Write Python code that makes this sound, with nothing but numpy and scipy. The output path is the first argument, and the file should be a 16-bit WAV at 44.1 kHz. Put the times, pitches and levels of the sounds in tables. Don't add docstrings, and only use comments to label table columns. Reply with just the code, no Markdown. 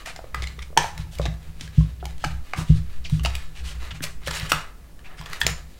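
import sys
import numpy as np
from scipy import signal
from scipy.fft import rfft, irfft, next_fast_len
from scipy.io import wavfile
from scipy.ndimage import uniform_filter1d, map_coordinates

SR = 44100
rng = np.random.default_rng(int(sys.argv[2]) if len(sys.argv) > 2 else 0)


def put_to_file(sound):
    columns = np.atleast_2d(sound).T
    safe = np.clip(columns, -1, 1)
    whole_steps = np.round(safe * 32767)
    wavfile.write(sys.argv[1], SR, whole_steps.astype(np.int16))


def undo_db(level):
    steps = np.asarray(level, float) / 20
    return 10 ** steps


N = 255537

# t/s, peak level/dB, cup f/Hz, cup level/dB, panel f/Hz
BUCKLES = [(.103, -30, 720, -9, 2220), (.161, -16, 754, -22, 2050), (.421, -13.5, 644, -27.5, 2160),
           (.439, -19.5, 1170, -35, 1990), (.471, -15.5, 1260, -46, 2150), (.59, -20.5, 1230, -13, 2010),
           (.774, 7.5, 890, -8.5, 3060), (1.215, -21, 590, -22, 3700), (1.226, -26.5, 581, -25, 3800),
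           (1.254, -12.5, 716, -13.5, 3630), (1.26, -15, 710, -16, 1740), (1.609, -13, 825, -34, 2980),
           (1.676, -25, 507, -30, 1670), (2.24, -10, 1280, -3.5, 1650), (2.245, -7.5, 1460, -20, 1614),
           (2.534, -13, 753, -9.5, 1555), (3.195, -22.5, 1160, -14.5, 2927), (3.249, -5.5, 670, -17, 2830),
           (3.258, -5.5, 1290, -17, 2730), (4.28, -12, 1276, -10, 1740), (4.991, -32, 1236, -21, 1730),
           (5.414, -0.5, 946, -22, 1800)]
# t/s, peak level/dB, cup f/Hz, cup level/dB, panel f/Hz
CRACKS = [(.059, -21.5, 644, -19.5, 2010), (.072, -25.5, 726, -7, 2500), (.345, -16, 1230, -3, 1960),
          (.977, -22, 870, -14, 2270), (1.069, -45, 885, -2, 1670), (1.131, -35, 638, -12, 3940),
          (1.152, -27, 684, -33, 3040), (1.185, -22.5, 550, -22, 2200), (2.042, -34, 673, -5, 1730),
          (2.054, -18.5, 820, -13.5, 3950), (2.18, -33.5, 583, -35, 4200), (3.097, -26, 1010, -14, 3830),
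          (3.352, -12.5, 1330, -19, 2480), (4.038, -12, 578, -21, 2410), (4.273, -13, 544, -12.5, 3000),
          (4.309, -17.5, 1300, -17, 1740), (4.397, -17.5, 1240, -32, 2000), (4.518, 1, 1400, -7.5, 2670),
          (5.212, -25.5, 1055, -5, 3230), (5.259, -25.5, 1150, -8.5, 1800), (5.298, -30, 1210, -10, 1770),
          (5.331, -17, 1390, -9, 2010), (5.432, -20, 1450, -30, 1660), (5.465, -2.5, 1370, -19, 2900)]
# f/Hz, level/dB
CRACK_COLOUR = [(2000, 8), (4500, 7.5), (7000, 1.5)]
# t/s, peak level/dB, ring f/Hz, decay/cycles
TAPS = [
    (0.191, -20, 705, 6.6),
    (0.242, -24.5, 560, 6.1),
    (0.703, -35, 431, 5.7),
    (0.728, -32, 576, 7.8),
    (0.768, -5.5, 780, 4),
    (0.843, -11, 820, 8),
    (1.197, -10.5, 553, 6.7),
    (1.807, -37, 520, 8.5),
    (2.027, -29, 727, 18.4),
    (4.006, -18.5, 1650, 8.9),
]
# t/s, f/Hz, level/dB, decay/cycles
OVERTONES = [(0.347, 1630, -27, 74), (0.3445, 2010, -21, 51), (0.775, 5920, -5, 35), (.775, 1800, -4, 16),
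             (.775, 8600, -10, 40), (.774, 580, -12, 8), (4.519, 5000, -10, 30), (4.519, 1150, -9, 14),
             (1.262, 1150, -26, 20), (3.05, 650, -42, 20), (3.352, 2500, -24, 20), (2.028, 373, -34.5, 26),
             (2.24, 810, -13, 15.6), (2.246, 2290, -21.5, 71), (2.535, 1160, -17.5, 21),
             (2.535, 2240, -8.5, 11), (4.519, 507, -12, 3.9), (4.526, 1206, -17.5, 31),
             (5.415, 3400, -6, 27), (5.467, 7060, -3, 35), (5.466, 460, -17, 3.7)]
# t/s, f/Hz, level/dB, decay/cycles
PINGS = [(.44, 3500, -22, 33), (.441, 2100, -24, 45), (.452, 2270, -36, 34), (.472, 2900, -27, 21),
         (.473, 4040, -27, 30), (0.593, 3570, -29.5, 30), (.618, 2100, -32, 25), (.626, 3570, -29, 30),
         (.627, 2200, -31.5, 35), (0.784, 1750, -19, 40), (.786, 5870, -16, 40), (.822, 1730, -24, 40),
         (1.217, 3870, -31, 40), (1.227, 3700, -35, 31), (1.247, 3720, -38, 35), (1.255, 3800, -20, 50),
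         (1.259, 3560, -22, 35), (1.269, 2040, -29.5, 40), (1.81, 1050, -34, 27), (3.196, 2800, -27.5, 35),
         (3.206, 3000, -37, 30), (3.249, 2780, -13, 20), (3.258, 2850, -13.5, 22), (3.268, 2900, -24, 40),
         (4.266, 3000, -22, 33), (4.288, 1760, -24, 30), (4.307, 5140, -23, 50), (4.31, 7500, -23, 60),
         (4.34, 6540, -26, 70), (4.39, 3800, -24, 30), (4.412, 1900, -27, 30), (4.472, 3000, -30, 50),
         (4.499, 7900, -28, 80), (4.529, 1285, -11.5, 34), (5.056, 2500, -45, 25), (5.146, 1740, -40, 28),
         (5.183, 2860, -37, 27), (5.194, 5000, -34, 50), (5.223, 3250, -36, 60), (5.26, 3430, -28, 34),
         (5.261, 5000, -36, 34), (5.333, 4900, -32, 44), (5.377, 4400, -39, 26), (5.415, 1775, -10, 30),
         (5.434, 7500, -28, 40), (3.264, 895, -17.5, 12), (3.272, 1700, -29, 18), (5.266, 1200, -31, 14),
         (5.238, 5000, -36, 30), (5.425, 1750, -22, 30)]
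# start t/s, length/s, level/dB, centre f/Hz, brightness/dB
SCUFFS = [(0.053, 0.073, -36.5, 2100, -17), (0.425, 0.022, -36, 2250, -18), (0.62, 0.014, -39.5, 2360, -17),
          (1.215, 0.046, -43, 3870, -20), (1.594, 0.088, -46.5, 3300, -12),
          (1.997, 0.026, -53.5, 3520, -40), (2.259, 0.027, -48, 3900, -9), (2.558, 0.086, -35, 1200, -16),
          (3.04, 0.045, -41, 4600, -20), (3.232, 0.017, -38, 2000, -3.5), (3.548, 0.078, -44, 2770, -17),
          (3.637, 0.11, -41, 3160, -12.5), (3.905, 0.022, -34.5, 2970, -27), (3.94, 0.051, -45, 2500, -17),
          (4.02, 0.043, -31, 2570, -7), (4.063, 0.014, -37, 2500, -34), (4.259, 0.038, -34.5, 2500, -11.5),
          (4.309, 0.011, -28, 1410, -22), (4.492, 0.026, -30.5, 2860, -7.5), (5.04, 0.054, -46, 2440, -28),
          (5.17, 0.053, -47, 2500, -14), (5.496, 0.015, -35.5, 2870, -6)]
# start t/s, length/s, level/dB, centre f/Hz,
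# brightness/dB
MORE_SCUFFS = [(1, 0.034, -47, 3620, -18), (1.111, 0.063, -48, 3300, -8.5), (1.742, .12, -49, 3300, -14.5),
               (2.191, .075, -48.5, 3200, -15), (2.666, 0.084, -46, 3400, -16),
               (2.74, 0.063, -46.5, 4000, -13.5), (3.089, 0.12, -47.5, 3700, -10),
               (4.24, 0.047, -47, 4000, -17), (4.345, 0.028, -35.5, 6500, -9), (4.362, 0.037, -33.5, 1800, -12),
               (4.386, 0.056, -40, 2600, -26), (5.253, 0.027, -45, 1490, -16), (2.58, 0.056, -53.5, 7000, 7),
               (5.18, 0.02, -46.5, 2800, -29), (5.333, 0.01, -40, 2400, -32), (5.4, 0.02, -36.5, 6500, -2),
               (5.28, 0.054, -49, 1900, -20), (5.36, 0.055, -50.5, 1200, -25), (4.415, 0.027, -37, 2000, -24),
               (2.568, .03, -50.5, 13000, -1), (0.35, 0.069, -43.5, 1700, -24), (2.268, .012, -48, 7600, -9)]
# t/s, length/s, from f/Hz, to f/Hz, level/dB
CREAK = (3.042, .026, 5200, 1900, -29.5)
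# t/s, effort level/dB, grip on the cup/dB
RUBBING = [(0.0, -47, 1.5), (0.71, -57, -1), (1.06, -50, -0.5), (1.43, -53, -0.8), (2.67, -52, -1.5),
           (3.08, -52, -1), (3.21, -49, 2), (3.47, -51.5, -1), (3.89, -43, 1.5), (4.09, -74, 14),
           (4.31, -35.5, -1), (4.45, -33.5, -1), (4.72, -59, 8.5), (5.05, -60.5, 22), (5.34, -42.5, -1),
           (5.43, -45.5, 6), (5.6, -53, 0), (5.79, -57.5, -9)]
# f/Hz, width/Hz, level/dB
CUP_MODES = [(1230, 430, -9), (1740, 42, 3.5), (2010, 38, -3.5), (2520, 93, -3), (2900, 69, -2.5),
             (3860, 200, -0.5), (4630, 71, -2), (7200, 130, -4)]
# f/Hz, level/dB per Hz
FOIL_COLOUR = [(210, -20), (350, 2.5), (474, -1.5), (943, -6.5), (1260, -2), (1480, -6), (2000, -3),
               (9140, -13.5), (16000, -19)]
# t/s, peak level/dB
BUMPS = [(0.364, -39), (0.772, -28.5), (0.986, -28), (1.188, -24), (1.273, -23), (1.478, -42),
         (1.773, -8.5), (2.256, -27.5), (2.575, -29.5), (2.691, -7.5), (3.117, -14.5), (3.605, -57),
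         (3.914, -39), (4.002, -35), (4.275, -32), (4.419, -27.5), (4.528, -29.5), (5.19, -37.5),
         (5.29, -42.5), (5.446, -32), (5.501, -31)]
# t/s, level/dB, f/Hz
CUP_POPS = [(1.259, -28, 330), (2.25, -26, 295), (1.612, -35, 260), (4.007, -27, 270), (5.45, -31, 209),
            (.424, -35, 390), (.583, -37, 440), (2.578, -31, 300), (2.608, -31, 330), (3.83, -39, 300)]
# start t/s, length/s, level/dB, hardness/dB
JOLTS = [(0.341, 0.18, -28.5, -9), (0.601, 0.048, -32.5, -48), (0.676, 0.053, -40, -36),
         (0.86, 0.035, -46, -2), (0.934, 0.2, -29, -10), (1.18, 0.22, -19, -18), (1.477, 0.046, -38.5, -8),
         (1.64, 0.047, -36.5, -4), (1.698, 0.034, -35, -11), (1.764, 0.22, -26.5, -5),
         (1.98, 0.21, -31.5, -9), (2.239, 0.19, -22, -10), (2.568, 0.089, -24, -1),
         (2.702, 0.14, -14, -10.5), (2.838, 0.082, -40, -7), (2.997, 0.049, -39, -9),
         (3.12, 0.25, -21.5, -6), (3.35, 0.069, -30.5, -21), (3.596, 0.12, -30, -19),
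         (3.747, 0.089, -24, -28), (3.912, 0.084, -33.5, -8), (4.252, 0.12, -33.5, -22),
         (4.389, 0.15, -29, -7), (4.55, 0.056, -36, -9), (5.434, 0.11, -27.5, -6), (5.638, 0.05, -35, -33)]
# t/s, tremor level/dB, weight level/dB
LEANING = [(0.0, -45, -40.5), (1.24, -36, -38.5), (1.32, -34, -57), (1.51, -40, -33), (1.87, -45, -59),
           (2.29, -45, -29.5), (2.71, -52, -25.5), (2.79, -35, -25), (3.37, -42, -33.5), (3.93, -40, -33),
           (4.05, -38, -36), (4.97, -54, -43.5), (5.58, -37.5, -36), (5.79, -51, -46.5)]
# level under the tremor/dB, level under a jolt/dB
SHAKE_LEVELS = [(-7.5, -4), (-14, -4.5), (-12.5, -8)]
# f/Hz, width/Hz, level/dB
TABLE_LOW = [(63.2, 3.6, 9)]
# f/Hz, width/Hz, level/dB
TABLE_MID = [(93.6, 41, 0)]
# f/Hz, width/Hz, level/dB
TABLE_HIGH = [(156.9, 9.25, 6), (105.2, 6.6, -4.5), (202.5, 9, -17), (254, 35, -28), (238, 9.5, -13),
              (352, 7.5, -45), (470, 23, -21)]
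# f/Hz, T60/s
ROOM_DECAY = [(300, 0.25), (1000, 0.42), (3000, 0.28), (8000, 0.34), (15000, 0.2)]
# delay/s, level/dB
WALLS = [(.0042, -29), (.0085, -32), (.0105, -25), (0.012, -15.5), (.019, -51), (0.029, -25)]
# f/Hz, level/dB per Hz
AIR_COLOUR = [(15, -22), (25, 10.5), (70, -7.5), (108, -16), (161, -16.5), (293, -23.5), (607, -29.5),
              (1700, -38), (3820, -40.5), (14800, -44), (16000, -43)]


def unit(x):
    return x / np.sqrt(np.mean(x ** 2) + 1e-20)


def along(points, hz):
    f, v = np.transpose(points)
    return np.interp(np.log(hz + 1), np.log(f + 1), v)


def curves(rows):
    s, *cols = np.transpose(rows)
    return [np.interp(np.arange(N) / SR, s, c) for c in cols]


def wobble(rate):
    knots = rng.standard_normal(int(N * rate / SR) + 4)
    return map_coordinates(knots, [np.arange(N) * rate / SR])


def add_at(out, s, sound):
    out[round(s * SR):][:len(sound)] += sound


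def filtered(x, response):
    m = next_fast_len(len(x) + SR // 2)
    return irfft(rfft(x, m) * response(np.fft.rfftfreq(m, 1 / SR)), m)[:len(x)]


def modes(table):
    def response(f):
        return sum((-1) ** k * undo_db(db) * 1j * f * w / (c * c - f * f + 1j * f * w)
                   for k, (c, w, db) in enumerate(table))
    return response


def band(lo_hz, hi_hz):
    return lambda f: 1 / np.sqrt((1 + (lo_hz / (f + 0.081)) ** 4) * (1 + (f / hi_hz) ** 4))


def ring(hz, cycles, t):
    return undo_db(-60 * t * hz / cycles) * np.sin(2 * np.pi * hz * t)


def creases():
    kinds = [(BUCKLES, -27), (CRACKS, -11.5)]
    dulling = 0.11
    return sorted((*row, bright_db - dulling * (row[1] + 20)) for rows, bright_db in kinds for row in rows)


def snaps():
    out, t = np.zeros(N + SR), np.arange(4096) / SR
    f = np.fft.rfftfreq(len(t), 1 / SR)
    for s, db, cup_hz, cup_db, panel_hz, bright_db in creases():
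        bottom = [(200, cup_db + 14), (900, cup_db + 18.5)]
        top = [(10000, 0.54 * bright_db + 5.0), (16000, 0.66 * bright_db + 0.5)]
        colour = along(bottom + CRACK_COLOUR + top, f)
        t60 = 0.014 * undo_db(0.077 * (db + 18.0))
        crack = unit(irfft(rfft(rng.standard_normal(len(t))) * undo_db(colour))) * undo_db(-60 * t / t60)
        body = undo_db(cup_db + 8.0) * ring(cup_hz, 19.3, t)
        body += undo_db(-4.0) * ring(panel_hz, 29.7, t)
        body += undo_db(-9.0) * ring(1.79 * panel_hz, 28, t)
        rise = 1 - np.exp(-(t / 0.0011) ** 2)
        add_at(out, s, undo_db(db - 2.5) * rise * (undo_db(0.34 * bright_db + 3.5) * crack + body))
    for s, db, hz, cycles in TAPS:
        wall = ring(hz, cycles, t) + undo_db(-4.0) * ring(1.88 * hz, cycles, t)
        add_at(out, s, undo_db(db + 6.5) * (1 - np.exp(-t / 0.0015)) * wall)
    for s, hz, db, cycles in OVERTONES + PINGS:
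        add_at(out, s, undo_db(db) * (1 - np.exp(-t / 0.00024)) * ring(hz, cycles, t))
    return filtered(out[:N], modes([(2500, 87000, 0.029)]))


def scuffs():
    out = np.zeros(N)
    for s, length, db, hz, bright_db in SCUFFS + MORE_SCUFFS:
        n = round(length * SR)
        grain_level = np.repeat(rng.standard_normal(SR // 512), 64)[:n]
        grit = rng.standard_normal(SR // 8)[:n] * undo_db(1.7 * np.clip(grain_level, -2, 1.5))
        colour = [(hz / 8, -20), (hz / 3, -9), (hz / 1.3, -5), (hz, 0), (hz * 1.17, -5),
                  (max(9000, hz * 1.3), bright_db), (16000, 2.3 * bright_db - 2.5)]
        gain = undo_db(along(colour, np.fft.rfftfreq(n, 1 / SR)))
        swell = np.sin(np.linspace(0, 1, n) ** 0.76 * np.pi)
        add_at(out, s, undo_db(db) * swell * unit(irfft(rfft(grit) * gain, n)))
    s, length, from_hz, to_hz, db = CREAK
    glide = np.linspace(1, 0, round(length * SR)) ** 1.6
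    pitch = to_hz * (from_hz / to_hz) ** glide
    rough = 0.8 + 0.5 * wobble(700)[:len(pitch)]
    tone = np.sin(2 * np.pi * np.cumsum(pitch) / SR)
    add_at(out, s, undo_db(db) * rough * np.hanning(len(pitch)) * tone)
    return out


def settling():
    kicks, t = np.zeros(N), np.arange(SR // 2) / SR
    for s, db, *_ in creases():
        kicks[round(s * SR)] = undo_db(1.15 * db - 36.5)
    t60_s, rise_s = 0.34, 0.0056
    decay = undo_db(-60 * t / t60_s) * (1 - np.exp(-t / rise_s))
    return np.abs(signal.fftconvolve(kicks, decay)[:N])


def rustle():
    effort_db, grip_db = curves(RUBBING)
    slips_per_s = 1500
    slips = (rng.random(N) < slips_per_s / SR) * undo_db(2.1 * rng.exponential(size=N)) * rng.standard_normal(N)
    clumps_db = np.clip(2.5 * wobble(60) + 5.9 * wobble(22.207), -5, 5)
    drag = (unit(slips) * 0.88 + rng.standard_normal(N)) * undo_db(clumps_db)
    cup = modes(CUP_MODES)
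    foil = filtered(drag, lambda f: undo_db(along(FOIL_COLOUR, f)) * (0.82 + np.abs(cup(f))))
    layers = [(-9.5 - grip_db, 2000, 6000), (-5.5 + grip_db, 450, 2000),
              (-14.5 - 0.79 * grip_db, 6000, 20000)]
    effort = np.maximum(undo_db(effort_db) - undo_db(-61), 0) + settling()
    return effort * sum(undo_db(db) * unit(filtered(foil, band(lo, hi))) for db, lo, hi in layers)


def jolts():
    soft, hard = np.zeros(N + SR), np.zeros(N + SR)
    lead_s, trail_s = 0.024, 0.025
    for s, length, db, hard_db in JOLTS:
        n = round((lead_s + length + trail_s) * SR)
        swell = undo_db(db) * np.sin(np.linspace(0, 1, n) ** 0.78 * np.pi) ** 2
        add_at(soft, s - lead_s, swell)
        add_at(hard, s - lead_s, undo_db(hard_db) * swell)
    return soft[:N], hard[:N]


def steadied(x):
    return unit(x / np.abs(signal.hilbert(x, next_fast_len(N))[:N]))


def table_knocks():
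    blows, t = np.zeros(N), np.arange(SR // 10) / SR
    for s, db in BUMPS:
        blows[round(s * SR)] = -undo_db(db + 58.5)

    def blow_on_top(f):
        flesh = (undo_db(-15.0) + np.exp(-2j * np.pi * f * 0.00646)) / (1 + 1j * f / 330) ** 6
        return flesh * (modes(TABLE_HIGH)(f) - modes([(60.5, 7, 3)])(f))

    knocks = filtered(blows, blow_on_top)
    for s, db, hz in CUP_POPS:
        add_at(knocks, s, undo_db(db) * ring(hz, 11.8, t))
    return knocks


def leaning_noise(top):
    stiff = band(39, 540)

    def response(f):
        return modes(top)(f) * stiff(f)

    tremor = steadied(filtered(rng.standard_normal(N), response))
    return unit(filtered(tremor, response))


def table():
    knocks = table_knocks()
    tremor_db, sway_db = curves(LEANING)
    soft, hard = jolts()
    pressed = np.minimum(1, uniform_filter1d(np.abs(knocks), SR // 40) / 0.03)
    soft = soft * undo_db(-6 * pressed)
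    shake = np.zeros(N)
    tops = [(soft, TABLE_LOW), (hard, TABLE_MID), (hard, TABLE_HIGH)]
    for (rest_db, jolt_db), (push, top) in zip(SHAKE_LEVELS, tops):
        level = undo_db(tremor_db + rest_db + 2.7 * wobble(8.2)) + undo_db(jolt_db) * push
        shake += level * leaning_noise(top)
    sway = unit(filtered(rng.standard_normal(N), lambda f: band(1.5, 7)(f) ** 2))
    return knocks + shake + undo_db(np.minimum(sway_db, -20)) * sway


def room(x):
    out, step = np.zeros(N + SR), SR // 4
    for start in range(0, N, step):
        hz, t, z = signal.stft(rng.standard_normal(SR // 2), SR, nperseg=256)
        decay = undo_db(-60 * t / along(ROOM_DECAY, hz)[:, None])
        tail = signal.istft(z * decay, SR, nperseg=256)[1][:SR // 2]
        onset = 1 - np.exp(-np.arange(len(tail)) / SR / 0.0008)
        tail *= undo_db(-7.5) * onset / np.linalg.norm(tail)
        for delay, db in WALLS:
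            tail[round(delay * SR)] += undo_db(db)
        wet = signal.fftconvolve(x[start:start + step], tail)
        out[start:start + len(wet)] += wet
    return out[:N]


def air():
    hiss = filtered(rng.standard_normal(N), lambda f: undo_db(along(AIR_COLOUR, f)) * band(36, 30000)(f))
    return undo_db(-44) * unit(hiss)


def scene():
    lid = snaps() + scuffs() + rustle()
    return (lid + room(lid) + table() + air())[None]


def roll_off(x):
    return signal.sosfilt(signal.butter(12, 17040, fs=SR, output="sos"), x)


def record(dry):
    top_hz, ceiling = 15900, 0.8
    x = filtered(dry[0], lambda f: np.where(f < top_hz, 1, undo_db(-35.5)))[None]
    x = x / (1 + np.abs(x / ceiling) ** 8) ** (1 / 8)
    return roll_off(x)


dry = scene()
out = record(dry)
put_to_file(out)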